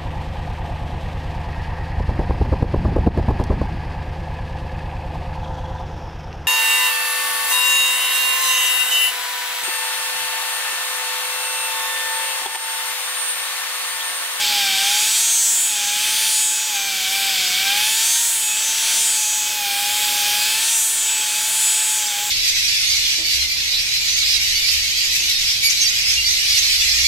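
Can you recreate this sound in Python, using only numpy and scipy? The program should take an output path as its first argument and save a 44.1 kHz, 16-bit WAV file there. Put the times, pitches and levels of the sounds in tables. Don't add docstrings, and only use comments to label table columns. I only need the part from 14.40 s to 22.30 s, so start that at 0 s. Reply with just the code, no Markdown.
import sys
import numpy as np
from scipy import signal
from scipy.fft import rfft, irfft, next_fast_len
from scipy.io import wavfile

SR = 44100
rng = np.random.default_rng(int(sys.argv[2]) if len(sys.argv) > 2 else 0)


def magnitude_from_level(level_db):
    exponent = np.asarray(level_db, float) / 20
    return 10 ** exponent


def inscribe(sig):
    pcm = np.round(np.clip(np.atleast_2d(sig).T, -1, 1) * 32767)
    wavfile.write(sys.argv[1], SR, pcm.astype(np.int16))


N = 348390
STEP = 64


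def wheel(angle, speed, level, wander, wander_hz, spread):
    # f/Hz, width/Hz, level/dB
    ring_families = [
        [(5890, 505, -8), (6380, 500, -7.5)],
        [(7004, 910, -9), (7930, 860, -7)],
        [(8900, 1230, -9.5), (10110, 1460, -11)],
    ]
    # f/Hz, level/dB
    whine_skirt = [(200, -22), (1200, -17.5), (3000, -6), (9000, -34.5), (11000, 0), (15500, -2.5)]
    strong_orders = {6: 9.6, 15: 6.1, 26: 1.3, 27: 1.5, 28: 2.1, 32: 4.1, 36: 4.3, 38: 1.8, 40: 2.8, 43:
                     3.1, 44: 3.3, 46: 3.6, 48: 2.4, 52: 2.9, 56: 2.2, 60: 5.4, 64: 2.6}
    orders = np.arange(1, 76)
    hz = orders[:, None] * speed

    hump = 0
    for family_db, modes in zip(level["rings"], ring_families):
        for k, (f, width, db) in enumerate(modes):
            hump = hump + magnitude_from_level(family_db + db) * (-1) ** k / (1 + 2j * (hz - f) / width) ** 2
    thud = magnitude_from_level(level["low whine"] - 7.0) * np.exp(-.5 * ((hz - 4500) / 700) ** 2)
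    edge = magnitude_from_level(level["whine top"] - 15.0 + at_hz(whine_skirt, hz))
    accent = magnitude_from_level([[strong_orders.get(k, 0)] for k in orders])

    knock = np.exp(1j * spread * rng.standard_normal((len(orders), 1)))
    wear = drift(wander_hz, count=len(orders)) + 1j * drift(wander_hz, count=len(orders))
    contacts = knock + wander * wear[:, :len(speed)]
    share = (hump + 1j * (thud + edge)) * accent * contacts * (hz < 15800)

    turn, spin, out = np.exp(1j * angle), np.ones(N, complex), np.zeros(N)
    for row in share:
        spin *= turn
        out += full(row.real) * spin.real - full(row.imag) * spin.imag
    return out


def motor(angle, speed, level, fourth_db, sides_db, flutter_db):
    # f/Hz, width/Hz, level/dB
    exhaust_pipe = [(812, 76, 8.5), (1590, 57, 11), (1865, 80, 3.5), (2365, 285, 9), (2583, 60, 4)]

    def through_pipe(part, order):
        return full(level[part] + resonance(exhaust_pipe, order * speed))

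    shaft_db, puff_db = full(level["shaft"]), full(level["puff"])
    vane_db = through_pipe("vanes", 4) + full(level["push"])
    second_db = through_pipe("second", 8) + .6 * puff_db
    third_db = through_pipe("third", 12) + puff_db
    tones = {1: shaft_db, 2: shaft_db - 2.5, 3: vane_db + sides_db, 4: vane_db, 5: shaft_db,
             8: second_db, 12: third_db, 16: third_db + fourth_db}
    out = np.zeros(N)
    for (k, db), slow in zip(tones.items(), drift(10.3, count=len(tones))):
        unsteady_db = flutter_db * (1 + k / 9) * full(slow)
        out += np.sqrt(2) * magnitude_from_level(db + unsteady_db) * np.sin(k * angle + k)
    return out


def scraping(level, pulse, patchy_db):
    # f/Hz, level/dB per Hz
    scrape_spectrum = [(900, -32.5), (1400, -17.5), (2000, -8), (2400, -6), (3300, 0.5), (4000, -6),
                       (4700, -7.5), (6000, -11), (8000, -60)]
    # f/Hz, width/Hz, level/dB
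    ring_modes = [(1565, 43, 14), (2248, 63, 7), (2396, 77, 7), (2560, 42, 6), (3178, 81, 6.5),
                  (3530, 64, 6.5), (3744, 140, 4.5), (4500, 200, -5)]
    grit = noise(scrape_spectrum, (1900, 4500), ring_modes)
    return magnitude_from_level(full(level["scrape"])) * patches(patchy_db) * pulse * grit


def sparking(level, pulse, patchy_db):
    # f/Hz, level/dB per Hz
    spark_spectrum = [(3000, -21), (4500, 9.5), (6000, 1), (8000, 4.5), (9500, -19), (12000, -14),
                      (15000, -25)]
    return magnitude_from_level(full(level["sparks"]) - 2.5) * patches(patchy_db) * pulse * noise(spark_spectrum, (5000, 9500))


def exhaust(level, pulse, patchy_db):
    # f/Hz, level/dB per Hz
    jet_spectrum = [(5000, -12), (9000, -3), (11000, -10), (13000, -1), (15500, -2.5)]
    return magnitude_from_level(full(level["air"]) + 2.0) * patches(patchy_db) * pulse * noise(jet_spectrum, (10500, 15500))


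def rumble(level, patchy_db):
    # f/Hz, level/dB per Hz
    rumble_spectrum = [(20, -21), (150, -45), (250, -10.5), (500, -8.5), (800, -2.5), (1200, -3), (1500, 4),
                       (2200, -4.5)]
    return magnitude_from_level(full(level["rumble"]) - 2.5) * patches(patchy_db) * noise(rumble_spectrum, (300, 1500))


def bench(level):
    bass = signal.butter(2, 140, fs=SR, output="sos")
    shake = signal.sosfilt(bass, rng.standard_normal(N))
    return magnitude_from_level(1.3 * (full(level["scrape"]) + 24) - 46) * shake


def shaft_sag():
    # t/s, sag f/Hz, spread t/s
    leans = [(-0.018, 17.1, 0.105), (0.339, 40.2, 0.18), (0.668, 11.1, 0.112), (0.978, 6.1, 0.097),
             (1.347, 20.0, 0.093), (1.502, 14.7, 0.091), (1.69, 17.3, 0.155), (2.013, 16.2, 0.104),
             (2.549, 36.3, 0.142), (2.685, 12.7, 0.085), (3.016, 45.3, 0.172), (3.304, 21.1, 0.1),
             (3.525, 14.0, 0.108), (4.053, 15.8, 0.091), (4.472, 10.0, 0.213), (4.848, 13.8, 0.097),
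             (5.296, 10.8, 0.099), (5.375, 22.6, 0.296), (5.88, 19.6, 0.2), (6.08, 6.8, 0.128),
             (6.869, 17.0, 0.17), (7.559, 18.1, 0.416), (7.771, 13.3, 0.095)]
    # t/s, sag f/Hz, spread t/s
    nudges = [(0.137, 1.2, 0.025), (0.936, 1.2, 0.029), (1.122, 3.9, 0.043), (2.189, 14.1, 0.074),
              (2.371, 16.8, 0.06), (2.818, 4.3, 0.039), (3.132, 8.1, 0.066), (3.734, 3.6, 0.06),
              (3.904, 2.5, 0.029), (4.2, 8.0, 0.08), (4.721, 2.7, 0.039), (5.04, 7.4, 0.064),
              (5.468, 2.1, 0.036), (5.829, 1.3, 0.028), (6.168, 3.2, 0.033), (6.283, 3.1, 0.04),
              (6.43, 10.8, 0.055), (6.57, 5.4, 0.079), (6.64, 2.7, 0.028), (7.369, 1.3, 0.027),
              (7.93, 9.9, 0.04)]
    both = leans + nudges
    return swells(both, np.array(both)[:, 1])


def ring_levels():
    # t/s, peak level/dB, spread t/s
    low_swells = [(.55, -36, .1), (.93, -22.5, .17), (1.52, -34, .1), (1.82, -32, .1), (2.2, -35, 0.19),
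                  (3.1, -44, 0.16), (3.52, -38, 0.13), (3.77, -23, 0.095), (4.3, -29, 0.11),
                  (4.55, -32, .1), (4.9, -28.5, .14), (5.85, -34, .12), (6.32, -24.5, 0.085),
                  (6.72, -32, 0.11), (7.0, -33.5, .12), (7.6, -35, .13)]
    # t/s, peak level/dB, spread t/s
    middle_swells = [(.95, -22, 0.24), (1.17, -28.5, 0.079), (1.57, -35, 0.089), (2.04, -25, 0.15),
                     (2.92, -43, .07), (3.55, -32, 0.1), (3.86, -21.5, 0.13), (4.2, -28, 0.14),
                     (4.66, -26.5, 0.14), (4.91, -29.5, 0.12), (5.68, -37.5, 0.23), (6.08, -35, .08),
                     (6.37, -27, 0.074), (6.6, -27, 0.19), (7.0, -33, 0.12), (7.25, -25.5, 0.089),
                     (7.5, -25.5, 0.13), (7.9, -34, .08)]
    # t/s, peak level/dB, spread t/s
    high_swells = [(.64, -30, .13), (.82, -34, .06), (1.15, -30.5, 0.18), (1.7, -34, .1), (1.96, -25, .13),
                   (2.75, -41, 0.089), (3.49, -31, 0.079), (3.85, -26.5, 0.18), (4.62, -26, 0.19),
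                   (5.5, -38, .15), (5.9, -37, 0.13), (6.15, -34, .1), (6.42, -26.5, 0.15),
                   (7.0, -35.5, 0.11), (7.27, -27, 0.15), (7.53, -32, .06)]
    ring_rest = [-33.5, -34, -37.5]
    families = (low_swells, middle_swells, high_swells)
    return np.array([swelling(rows, rest_db) for rows, rest_db in zip(families, ring_rest)])


def handling():
    # t/s, scrape level/dB
    bite = [(0, -22), (.54, -21.5), (1.07, -32), (1.45, -25.5), (1.76, -23.5), (2.1, -30), (2.45, -26.5),
            (2.9, -23), (3.38, -21.5), (3.92, -30.5), (4.5, -24.5), (4.85, -30), (5.45, -25.5), (5.88, -23),
            (6.33, -26), (6.43, -32.5), (6.75, -27), (7.9, -28)]
    # t/s, laps
    laps = [(0, 0.5), (.6, -0.65), (3.3, 0.97), (6.0, 2), (7.9, 3)]
    follows = {"vanes": (-42, .3, -0.15, -0.0574, 0), "second": (-45.5, 0.2, 0.25, -0.1, 3.3),
               "third": (-42, 0.35, 0.02, -0.08, 0.5), "sparks": (-30, 1.03, 0.03, .05, -0.9),
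               "rumble": (-39, 0.53, -0.16, -0.0961, -0.8)}
    # t/s, level/dB
    blow = [(0, -37), (.67, -38.5), (1.05, -48), (1.5, -37.5), (1.85, -37), (2.08, -43), (2.75, -36),
            (3.35, -36), (4.05, -46), (4.55, -38), (4.82, -43), (5.2, -37), (5.7, -32), (6.1, -35.5),
            (6.45, -45), (7.1, -36), (7.45, -44), (7.9, -34.5)]
    # t/s, level/dB
    vane_push = [(0, 0.5), (.15, 2), (.55, 2), (.8, -2.5), (1.3, -3), (1.94, 0.5), (2.2, -1.5), (2.35, 0.5),
                 (2.6, -2), (2.85, 2.5), (3.0, -2.5), (3.4, 1.5), (4.0, -1), (5.4, 2), (6.35, 1),
                 (6.52, -5), (7.1, 1.7), (7.9, -0.5)]
    # t/s, overtone level/dB
    puff_edge = [(0, -13), (.3, 4.5), (.55, 0.5), (1.1, -2), (1.45, 0), (2.1, -2.5), (2.45, 2.5),
                 (3.5, 4.5), (3.85, -5), (4.12, 4.5), (4.5, 2), (4.9, 2.5), (5.4, 3), (5.7, -1), (6.0, 5),
                 (6.5, 0), (6.95, 4), (7.9, -6)]
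    # t/s, peak level/dB, spread t/s
    wobbles = [(.28, -52.5, 0.13), (1.15, -63, 0.083), (1.45, -61.5, .15), (2.5, -64, .15),
               (3.1, -55, 0.31), (4.0, -63, 0.14), (4.63, -59, 0.11), (5.3, -63, .2), (6.5, -61.5, .12)]
    # t/s, peak level/dB, spread t/s
    thud_swells = [(0.0, -28.5, 0.21), (.33, -35, 0.086), (.79, -31.5, 0.2), (1.88, -29, 0.18),
                   (3.03, -33, 0.18), (3.64, -29.5, 0.15), (4.59, -30, 0.16), (5.71, -37, 0.44),
                   (6.1, -33.5, 0.17), (7.24, -38, .17)]
    # t/s, peak level/dB, spread t/s
    edge_swells = [(.1, -41.5, 0.11), (.7, -34, .2), (.92, -35, .09), (1.15, -31, .09), (1.7, -37, .1),
                   (1.92, -33, .1), (2.82, -36, .07), (3.35, -38, .12), (3.79, -28, .2), (4.7, -38, 0.24),
                   (5.4, -39, 0.22), (5.92, -34, .25), (6.42, -31, 0.11), (7.25, -35, .1), (7.5, -37, .08)]
    free_speed_hz = 234
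    usual_db, usual_sag_hz = -25, 22

    sag, rings, bite_db = shaft_sag(), ring_levels(), in_time(bite)
    ringing_db = 10 * np.log10(np.sum(magnitude_from_level(2 * rings), axis=0))
    near = np.cos(2 * np.pi * in_time(laps))
    level = {"scrape": bite_db, "air": in_time(blow), "rings": rings,
             "push": in_time(vane_push), "puff": in_time(puff_edge), "shaft": swelling(wobbles, -71),
             "low whine": swelling(thud_swells, -38), "whine top": swelling(edge_swells, -34.5)}
    for part, (db, by_bite, by_ringing, by_sag, by_place) in follows.items():
        load_db = by_bite * (bite_db - usual_db) + by_ringing * (ringing_db - usual_db)
        level[part] = db + load_db + by_sag * (sag - usual_sag_hz) + by_place * near
    return free_speed_hz - sag, level


def in_time(rows):
    s, value = np.transpose(rows)
    return np.interp(np.arange(0, N + STEP - 1, STEP) / SR, s, value)


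def full(slow):
    return np.interp(np.arange(N) / STEP, np.arange(len(slow)), slow)


def swells(rows, heights):
    s, _, spread = np.transpose(rows)
    t = np.arange(0, N + STEP - 1, STEP)[:, None] / SR
    return np.sum(heights * np.exp(-.5 * ((t - s) / spread) ** 2), axis=1)


def swelling(rows, rest_db):
    return 20 * np.log10(magnitude_from_level(rest_db) + swells(rows, magnitude_from_level(np.array(rows)[:, 1])))


def drift(rate_hz, count):
    r = np.exp(-2 * np.pi * rate_hz * STEP / SR)
    chance = rng.standard_normal((count, N // STEP + 1002))
    slow = signal.lfilter([1], [1, -2 * r, r * r], chance)[:, 1000:]
    return slow / slow.std(axis=1, keepdims=True)


def patches(patchy_db):
    return magnitude_from_level(patchy_db * full(drift(9.4, count=1)[0]))


def at_hz(points, hz):
    f, db = np.transpose(points)
    return np.interp(np.log(hz), np.log(f), db)


def resonance(modes, hz):
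    return sum(db / (1 + (2 * (hz - f) / width) ** 2) for f, width, db in modes)


def noise(spectrum, band, modes=()):
    size = next_fast_len(N)
    hz = np.arange(1, size // 2 + 2) * SR / size
    gain = magnitude_from_level(at_hz(spectrum, hz) + resonance(modes, hz)) * (hz < 16000)
    inside = gain[(hz > band[0]) & (hz < band[1])]
    rms = np.sqrt(2 * np.sum(inside ** 2) / size)
    return irfft(rfft(rng.standard_normal(size)) * gain, size)[:N] / rms


def scene():
    speed, level = handling()
    angle = 2 * np.pi * np.cumsum(full(speed)) / SR
    pulse = 1 + 0.068 * (np.cos(angle) + np.cos(2 * angle + 0.5) + np.cos(4 * angle + 4.2))
    patchy_db = 0.39
    tool = wheel(angle, speed, level, wander=0.41, wander_hz=3.8, spread=1.61)
    tool += motor(angle, speed, level, fourth_db=-8.5, sides_db=-22.5, flutter_db=0.76)
    tool += scraping(level, pulse, patchy_db)
    tool += sparking(level, pulse, patchy_db)
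    tool += exhaust(level, pulse, patchy_db)
    tool += rumble(level, patchy_db)
    tool += bench(level)
    return np.array([tool, tool])


def top_cut(x):
    return signal.sosfilt(signal.butter(12, 15710, fs=SR, output="sos"), x)


def record(dry):
    # t/s, low f/Hz, high f/Hz
    wide_moments = [(.17, 11800, 14000), (1.333, 11000, 14000), (2.352, 6300, 12000), (2.375, 13800, 15400),
                    (3.072, 4200, 5900), (3.072, 11800, 13300), (3.21, 8300, 12000), (3.377, 6300, 12600),
                    (3.607, 13800, 15400), (3.816, 14500, 15700), (5.395, 9700, 11200),
                    (5.395, 13800, 15700), (5.462, 5100, 6400), (5.65, 4200, 5400), (5.857, 14500, 15700),
                    (7.67, 4600, 5900), (7.67, 7600, 9900)]
    mono = dry[0] / (1 + (dry[0] / .57) ** 8) ** (1 / 8)
    side = np.zeros(N)
    window = np.hanning(1536)
    hz = np.arange(769) * SR / 1536
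    for s, low, high in wide_moments:
        start = round(s * SR) - 768
        span = slice(start, start + 1536)
        band = (hz > low) & (hz < high)
        band_rms = irfft(rfft(mono[span]) * band).std()
        fill = irfft(rfft(rng.standard_normal(1536)) * band)
        side[span] += 0.98 * band_rms * fill / fill.std() * window
    return top_cut(np.array([mono + side, mono - side]))


dry = scene()
out = record(dry)
inscribe(out)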